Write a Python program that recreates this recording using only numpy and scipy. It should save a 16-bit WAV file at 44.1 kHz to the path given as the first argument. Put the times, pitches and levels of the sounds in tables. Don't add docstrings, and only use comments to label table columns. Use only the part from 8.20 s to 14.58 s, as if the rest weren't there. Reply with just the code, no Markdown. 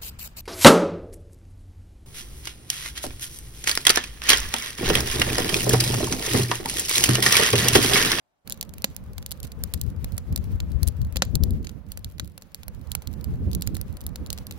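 import sys
import numpy as np
from scipy import signal
from scipy.fft import rfft, irfft
from scipy.io import wavfile
from scipy.ndimage import uniform_filter1d, minimum_filter1d

SR = 44100
rng = np.random.default_rng(int(sys.argv[2]) if len(sys.argv) > 2 else 0)


def materialize(psi):
    bounded = np.clip(np.atleast_2d(psi).T, -1, 1)
    quanta = np.round(bounded * 32767).astype(np.int16)
    wavfile.write(sys.argv[1], SR, quanta)


def ratio_of_db(decibels):
    return 10 ** (np.asarray(decibels, float) / 20)


N = 281358
LEFT_LAG, BODY_LAG = 10, 6
TOP_HZ = 15900


def shaped(points, count):
    hz, db = np.transpose(points)
    bins_hz = np.arange(N // 2 + 1) * SR / N
    gain = ratio_of_db(np.interp(np.log(bins_hz + 1), np.log(hz), db, right=-200))
    x = irfft(rfft(rng.standard_normal((count, N))) * gain, N)
    return x / x.std(axis=1, keepdims=True)


def walk(rate, count):
    hold = int(SR / rate)
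    held = np.repeat(rng.standard_normal((count, N // hold + 1)), hold, axis=1)
    x = uniform_filter1d(uniform_filter1d(held, hold), hold)[:, :N]
    return x / x.std()


def spaced(shared, own, likeness, lag):
    likeness = np.clip(likeness, 0, 1)
    both = np.stack([np.roll(shared, lag, axis=-1), shared], axis=-2)
    return np.sqrt(likeness) * both + np.sqrt(1 - likeness) * own


# pitch in Hz, level in dB.
STILL_TONE = [(18, -43), (30, -4), (189, -5.5), (486, -9), (632, -0.5), (1630, -14), (2540, -18),
              (16000, -29)]
STILL_DB = -79


def still_air():
    air = shaped(STILL_TONE, count=3)
    return spaced(air[0], air[1:], 0.26, lag=LEFT_LAG) * ratio_of_db(STILL_DB + 3.5)


def gusts(table):
    s, db, half_s, flutter_share_db = np.transpose(table)[:, :, None]
    t = np.arange(N // 64 + 2) * 64 / SR
    fall_db = 9 * ((t - s) / half_s) ** 2
    thump = ratio_of_db(2 * (db - fall_db))
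    flutter = thump * ratio_of_db(2 * flutter_share_db)
    return [np.interp(np.arange(N) / SR, t, power.sum(axis=0)) for power in (thump, flutter)]


def even(x):
    return x / np.sqrt(uniform_filter1d(x ** 2, SR // 8))


# pitch in Hz, level in dB.
THUMP_TONE = [(18, -55), (35, -3.5), (77, 6.5), (110, -2.5), (170, -10), (300, -36), (600, -85.5)]
# pitch in Hz, level in dB.
FLUTTER_TONE = [(100, -7.5), (170, 1.5), (215, 0), (300, -9.5), (450, -17), (800, -35.5), (2000, -76.5)]
# middle in seconds, peak in dB, half length in seconds, flutter share in dB.
LEFT_GUSTS = [(.28, -53, 0.17, -12), (.53, -43, 0.1, -21), (.78, -45.5, 0.2, -12), (.95, -34, 0.12, -14.5),
              (1.23, -43.5, 0.17, -9), (1.5, -28, 0.15, -20.5), (1.71, -23.5, .15, -17.5),
              (2.14, -25.5, .14, -16), (2.39, -23, 0.23, -17), (2.63, -17, 0.11, -23.5),
              (2.85, -22, 0.18, -23.5), (3.23, -15.5, 0.13, -16), (3.83, -34.5, .09, -17.5),
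              (4.03, -35.5, 0.057, -12), (4.53, -44.5, .08, -13), (5.13, -27, 0.074, -16),
              (5.28, -26, 0.11, -10), (5.65, -38.5, 0.28, -20), (5.83, -37.5, 0.1, -20),
              (6.03, -35, 0.053, -6.5), (6.23, -42, 0.21, -8.5)]
# middle in seconds, peak in dB, half length in seconds, flutter share in dB.
RIGHT_GUSTS = [(.28, -45, 0.32, -4.5), (.63, -43, 0.29, -6), (.92, -40, 0.24, -14.5),
               (1.23, -34.5, 0.13, -17), (1.63, -37.5, 0.37, -6.5), (1.93, -26.5, 0.1, -18.5),
               (2.14, -28, 0.064, -11), (2.36, -30, 0.18, -26), (2.83, -25, 0.073, -24),
               (3.03, -33.5, 0.1, -7.5), (3.33, -27, .14, -8.5), (3.58, -34.5, 0.16, -12.5),
               (3.83, -36.5, 0.15, -17.5), (4.04, -36.5, 0.098, -11.5), (4.57, -35.5, 0.19, -15),
               (4.73, -31.5, 0.1, -32), (4.95, -31, 0.093, -13.5), (5.13, -26.5, 0.28, -14.5),
               (5.32, -24.5, 0.14, -11.5), (5.53, -25, .1, -11), (5.7, -31.5, 0.1, -13),
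               (5.93, -31.5, 0.15, -12), (6.13, -32.5, 0.11, -14), (6.36, -37.5, 0.21, -8.5)]
LEFT_LULL_DB, RIGHT_LULL_DB, LULL_FLUTTER_DB = -60.5, -52.5, -57.5


def wind():
    left, left_flutter = gusts(LEFT_GUSTS)
    right, right_flutter = gusts(RIGHT_GUSTS)
    left_db = 10 * np.log10(left + ratio_of_db(2 * LEFT_LULL_DB))
    right_db = 10 * np.log10(right + ratio_of_db(2 * RIGHT_LULL_DB))
    flutter_db = 10 * np.log10(left_flutter + right_flutter + ratio_of_db(2 * LULL_FLUTTER_DB))
    lean_db = 0.31 * (left_db - right_db) * np.array([[.5], [-.5]])
    puffs = ratio_of_db(4.5 * walk(34, count=2) + 2.2 * walk(60, count=2))
    thump = even(shaped(THUMP_TONE, count=2) * puffs)
    flutter = shaped(FLUTTER_TONE, count=3)
    flutter = even(spaced(flutter[0], flutter[1:], 0.35, lag=BODY_LAG) * puffs)
    return thump * ratio_of_db(np.array([left_db, right_db])) + flutter * ratio_of_db(flutter_db + lean_db + 1.5)


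# pitch in Hz, level in dB.
ROAR_TONE = [(150, -33), (330, -10), (500, 4), (700, -5), (1100, -6), (1600, -12), (2600, -21.5),
             (5000, -40.5)]
# pitch in Hz, level in dB.
HISS_TONE = [(1000, 5), (2400, 4.5), (4300, -0.5), (6200, -2), (8200, -6.5), (11800, -1), (14500, -6.5),
             (16000, 3)]
# time in seconds, level in dB.
DRAUGHT = [
    (.28, -3),
    (1.59, -1),
    (2.46, 1.5),
    (3.2, -1.5),
    (3.76, -7.5),
    (4.2, -9),
    (4.63, -3.5),
    (5.07, 0),
    (5.5, -1.5),
    (6.37, 1),
]
ROAR_DB, HISS_DB = -57, -62
HISS_FOLLOWS = 0.59


def flames():
    s, db = np.transpose(DRAUGHT)
    draught_db = np.interp(np.arange(N) / SR, s, db)
    roar_db = ROAR_DB + draught_db + 1.5 + 1.3 * walk(14, count=1)
    hiss_db = HISS_DB + HISS_FOLLOWS * draught_db + 0.9 + 2.3 * walk(30, count=1)
    roar, hiss = shaped(ROAR_TONE, count=3), shaped(HISS_TONE, count=3)
    roar = spaced(roar[0], roar[1:], .45, lag=0) * ratio_of_db(roar_db)
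    hiss = spaced(hiss[0], hiss[1:], 0.18, lag=LEFT_LAG) * ratio_of_db(hiss_db)
    return roar + hiss


def ring(burst, modes):
    size = burst.shape[-1]
    f = np.arange(size // 2 + 1) * SR / size
    response = 0
    for k, (hz, width_hz, db) in enumerate(modes):
        damping = 1j * f * width_hz
        response = response + (-1) ** k * ratio_of_db(db) * damping / (hz ** 2 - f ** 2 + damping)
    y = irfft(rfft(burst) * response, size)
    return y / np.sqrt(np.sum(y ** 2, axis=2, keepdims=True))


# pitch in Hz, width in Hz, level in dB.
BODY = [(204, 45, 5.5), (530, 74, 3), (740, 253, -3.5), (1444, 210, -0.5), (2050, 1820, -4),
        (3005, 770, -2)]
# pitch in Hz, width in Hz, level in dB.
SNAP = [(2840, 1140, -6.5), (4240, 1290, 5), (6200, 430, 4.5), (6770, 730, 4)]
# pitch in Hz, width in Hz, level in dB.
SIZZLE = [(9530, 2600, -1.5), (10700, 1930, 3), (15220, 6800, -5)]


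def crackle(s, db, pan_db, body_db, treble_db, length_ms, size=4096):
    ms = np.arange(size) / SR * 1000
    chance = rng.standard_normal((len(s), 4, size))
    attack = 1 - np.exp(-(ms + 0.082) / 0.11)
    fast = np.exp(-ms / (2.66 * np.clip(length_ms, .15, 5)[:, None, None]))
    echoes = ratio_of_db(-20) * np.exp(-ms / 3.2)
    rattle = ratio_of_db(-32.0 + 0.42 * body_db)[:, None, None] * np.exp(-ms / 34)
    spikes = chance[:, :3] * ratio_of_db(5.86 * chance[:, 3:])
    spikes *= attack * (fast + echoes + rattle)

    spikes[:, 0, 3] += 4
    own = np.stack([np.roll(spikes[:, 1], LEFT_LAG, axis=-1), spikes[:, 2]], axis=1)
    thin = spaced(spikes[:, 0], own, 0.32, lag=LEFT_LAG)
    spikes[:, 0, 3] += 9
    thick = spaced(spikes[:, 0], own, 0.95, lag=BODY_LAG)

    treble = (ratio_of_db(treble_db) / np.sqrt(1 + ratio_of_db(2 * treble_db)))[:, None, None]
    sound = ring(thin, SNAP) * np.sqrt(1 - treble ** 2)
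    sound += ring(thin * np.exp(-ms / 15), SIZZLE) * treble
    sound += ring(thick, BODY) * ratio_of_db(body_db + 3.0)[:, None, None]
    port_db = db[:, None] + np.outer(pan_db, [.5, -.5])
    sound *= ratio_of_db(port_db)[:, :, None] * np.sqrt(SR / 1000)

    out = np.zeros((2, N + size))
    for start, one in zip((s * SR).astype(int), sound):
        out[:, start:start + size] += one
    return out[:, :N]


# start in seconds, level in dB over 1 ms.
TICKS = [(.3422, -42), (0.3744, -43), (0.9327, -41.5), (1.2496, -35), (1.2698, -40), (1.275, -42.5),
         (1.5751, -45), (1.636, -41.5), (1.664, -44.5), (1.7012, -43), (1.967, -42), (2.2412, -39.5),
         (2.318, -46), (2.5178, -40), (2.6414, -47), (2.8482, -40), (3.792, -45), (4.0454, -41.5),
         (4.056, -46), (4.0754, -40.5), (4.353, -43), (4.6718, -46.5), (4.929, -41.5), (4.937, -40.5),
         (5.0106, -40.5), (5.7263, -44.5), (5.839, -45), (5.891, -44.5), (6.07, -39), (6.3765, -49)]
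FAINT = [.45, .7012, .747, .8387, 1.0196, 1.0917, 1.174, 1.4745, 1.5951, 1.763, 1.9297, 1.9444, 2.3585,
         2.822, 2.869, 3.3342, 3.4284, 3.8998, 3.9126, 3.9208, 4.2122, 4.5474, 4.6132, 4.7072, 4.9137,
         5.139, 5.5789, 5.681, 5.8761, 6.146]
DUST = [.2891, .6327, .7732, .862, 1.0685, 1.3903, 1.524, 1.57, 1.8069, 2.264, 2.3249, 2.3479, 2.5024,
        2.6178, 3.5149, 3.6652, 3.6878, 3.8907, 4.039, 4.0974, 4.119, 4.232, 4.3185, 4.594, 4.6984, 5.1568,
        5.7399, 6.3357]
FAINT_DB, DUST_DB, TICK_SCATTER_DB = -49, -54, 0.7


def ticks():
    s, db = np.transpose(TICKS)
    faint_db = np.r_[[FAINT_DB] * len(FAINT), [DUST_DB] * len(DUST)]
    faint_db = faint_db + TICK_SCATTER_DB * rng.standard_normal(len(faint_db))
    s, db = np.r_[s, FAINT, DUST], np.r_[db, faint_db]
    same = np.ones(len(s))
    treble_db = 3.5 + 2.2 * rng.standard_normal(len(s))
    return crackle(s, db, -2.2 * same, -14 * same, treble_db, 0.63 * same, size=1024)


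# start in seconds, level in dB over 1 ms, left minus right in dB,
# body share in dB, treble over middle in dB.
BANGS = [(.323, -18.5, 2, -20.5, 2), (.411, -18.5, -3.5, -45, -0.5), (.643, -10, -3, -8.5, -0.5),
         (1.1162, -21.5, 3.5, -18.5, 3), (1.4373, -17, -2, -18.5, 8), (1.5378, -18, -10, -20, 6),
         (1.6138, -18.5, 1, -33, 7), (1.9792, -21.5, -2.5, -13, 4.5), (2.1606, -17, -3, -22, 4),
         (2.631, -20, -7.5, -18, 4.5), (2.9585, -24, -3, -3.5, 1), (2.9686, -16.5, 0, -13.5, -3),
         (3.021, -9.5, 0.5, -4, -11), (3.154, -15, -1, -41, 2), (3.2362, -17.5, -0.5, -21, 3.5),
         (3.9968, -19.5, -1.5, -9, -6.5), (4.7174, -20, -4, -25, 3.5), (4.7507, -15, -0.5, -11.5, 5.5),
         (5.3496, -19.5, -0.5, -26.5, 5.5), (5.4216, -20, -2.5, -21, 2.5), (5.4737, -18.5, 0.5, -17, 3),
         (5.8655, -21, 1.5, -25, 9), (6.103, -20, -3, -20.5, -1.5), (6.1288, -19, 0.5, -22, 6)]
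# start in seconds, level in dB over 1 ms, left minus right in dB,
# treble over middle in dB.
KNOCKS = [(0.2749, -30.5, -7, 3), (.3055, -31, 5, -10), (0.4272, -24, -0.5, 1), (.5374, -34, -7.5, 5.5),
          (.582, -33.5, -6, 8), (0.9808, -27.5, -2.5, 1), (1.3184, -33, -3, 0.5), (1.5417, -30, 12, 6),
          (1.844, -25.5, 1, 4), (2.1255, -36, -1, 4), (2.1754, -28.5, -2, 2.5), (2.4023, -27, -2, -9),
          (2.6716, -30.5, 3, 2), (2.8156, -35.5, 1, 0.5), (2.925, -37, -3, 8), (3.1561, -27.5, -1, 7),
          (3.47, -31, -5.5, -34), (3.4929, -34, -2, -2), (3.7736, -28.5, -2, 3.5), (4.1779, -31, -2, 6),
          (4.2211, -36, -1, -2), (4.4324, -34.5, -1.5, -1), (4.481, -27, -2, 8.5), (5.546, -31, 1, 12),
          (5.567, -27.5, -1.5, 4), (5.7693, -34.5, 1, 3), (5.958, -27.5, 0, -2.5), (6.1766, -32.5, 0, -3),
          (6.1853, -32, -1.5, -2), (6.31, -28, -2, -2)]
# start in seconds, level in dB over 1 ms, left minus right in dB,
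# treble over middle in dB.
SNAPS = [(.2976, -22.5, -5, 11), (0.4927, -38, 1, 1), (0.6207, -31, -4, 4), (0.7646, -27, -12, 5.5),
         (1.0622, -23, -1.5, 3), (1.109, -29.5, -5, 4), (1.121, -25.5, -10, 4), (1.202, -32.5, 1, 6),
         (1.2302, -29, -4, 3.5), (1.921, -36.5, -1, 4), (2.6765, -21.5, -15.5, 10), (2.6846, -24.5, 10, 6),
         (3.0514, -34.5, -5, 4), (3.307, -32, -3, 5.5), (3.7188, -24.5, -2, 6.5), (3.8453, -25.5, -1, -1.5),
         (4.3457, -25, -3.5, 3.5), (4.873, -25.5, 0, 1.5), (5.0432, -28.5, -3, 4.5), (5.3149, -36, 10, 1),
         (5.3316, -29, -5, -1), (5.4103, -36, -4, 5), (5.466, -37.5, -2, 6), (5.5519, -31, -3, -4),
         (5.6134, -23, 3, 11), (5.807, -36.5, -1, 1), (5.8138, -34.5, -5, 7.5), (6.0626, -34.5, -4, -3),
         (6.2683, -29, -3, 5), (6.323, -36, 0, 1)]
# start in seconds, level in dB over 1 ms, left
# minus right in dB, treble over middle in dB, burst length in ms.
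SPUTTERS = [
    (0.314, -37, -6, -13, .3),
    (1.026, -37.5, -4, -1, 0.36),
    (1.238, -39, 12, 1, 2.5),
    (1.2455, -39.5, -15, 2, 2.7),
    (3.032, -36, 7, -19, 3.6),
    (3.4444, -41, 9, -23, 1.3),
    (3.447, -37.5, -4.5, 2, 1.1),
    (3.982, -40, -5, -1, .97),
    (4.82, -37, -2.5, 3.5, 2.3),
]
KNOCK_BODY_DB, SNAP_BODY_DB, SPUTTER_BODY_DB = -11, -21.5, -8
BURST_MS, BURST_MS_PER_BODY_DB = 1.26, 0.06


def pops():
    rows = [tuple(row) for row in BANGS]
    rows += [(s, db, pan, KNOCK_BODY_DB, treble) for s, db, pan, treble in KNOCKS]
    rows += [(s, db, pan, SNAP_BODY_DB, treble) for s, db, pan, treble in SNAPS]
    rows = [row + (BURST_MS + BURST_MS_PER_BODY_DB * row[3],) for row in rows]
    rows += [(s, db, pan, SPUTTER_BODY_DB, treble, ms) for s, db, pan, treble, ms in SPUTTERS]
    return crackle(*np.transpose(rows))


def scene():
    change = np.clip((np.arange(N) / SR - .245) / 0.026, 0, 1)
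    fire = wind() + flames() + ticks() + pops()
    return still_air() * (1 - change) + fire * change


def lose_faint_treble(x, mask_db, floor_db, scatter_db, size=256, count=4):
    f, _, z = signal.stft(x, SR, nperseg=size)
    power = uniform_filter1d(np.abs(z) ** 2, count, axis=1)
    treble = np.mean(power[:, f > 2500], axis=1, keepdims=True) + 1e-18
    nearby = -minimum_filter1d(-treble, 2 * count + 1, axis=2)
    quiet = minimum_filter1d(treble, size // 10, axis=2)
    quiet = uniform_filter1d(quiet, size // 10, axis=2)
    patch = rng.standard_normal((len(f) // count + 1, z.shape[2] // count + 1))
    patch = patch.repeat(count, axis=0).repeat(count, axis=1)[:len(f), :z.shape[2]]
    limit = nearby * ratio_of_db(2 * mask_db) + quiet * ratio_of_db(2 * floor_db)
    limit = limit * ratio_of_db(2 * scatter_db * patch)
    limit[:, f > TOP_HZ] *= 1000
    dropped = (power < limit) & (f > 3000)[:, None]
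    return signal.istft(np.where(dropped, 0, z), SR, nperseg=size)[1][:, :N]


def band_limit(x):
    return signal.sosfilt(signal.butter(12, 17150, fs=SR, output="sos"), x)


def record(dry):
    top = signal.butter(10, 1.02 * TOP_HZ, fs=SR, output="sos")
    mix = lose_faint_treble(signal.sosfilt(top, dry), mask_db=-34, floor_db=-2, scatter_db=6)
    return band_limit(mix)


dry = scene()
out = record(dry)
materialize(out)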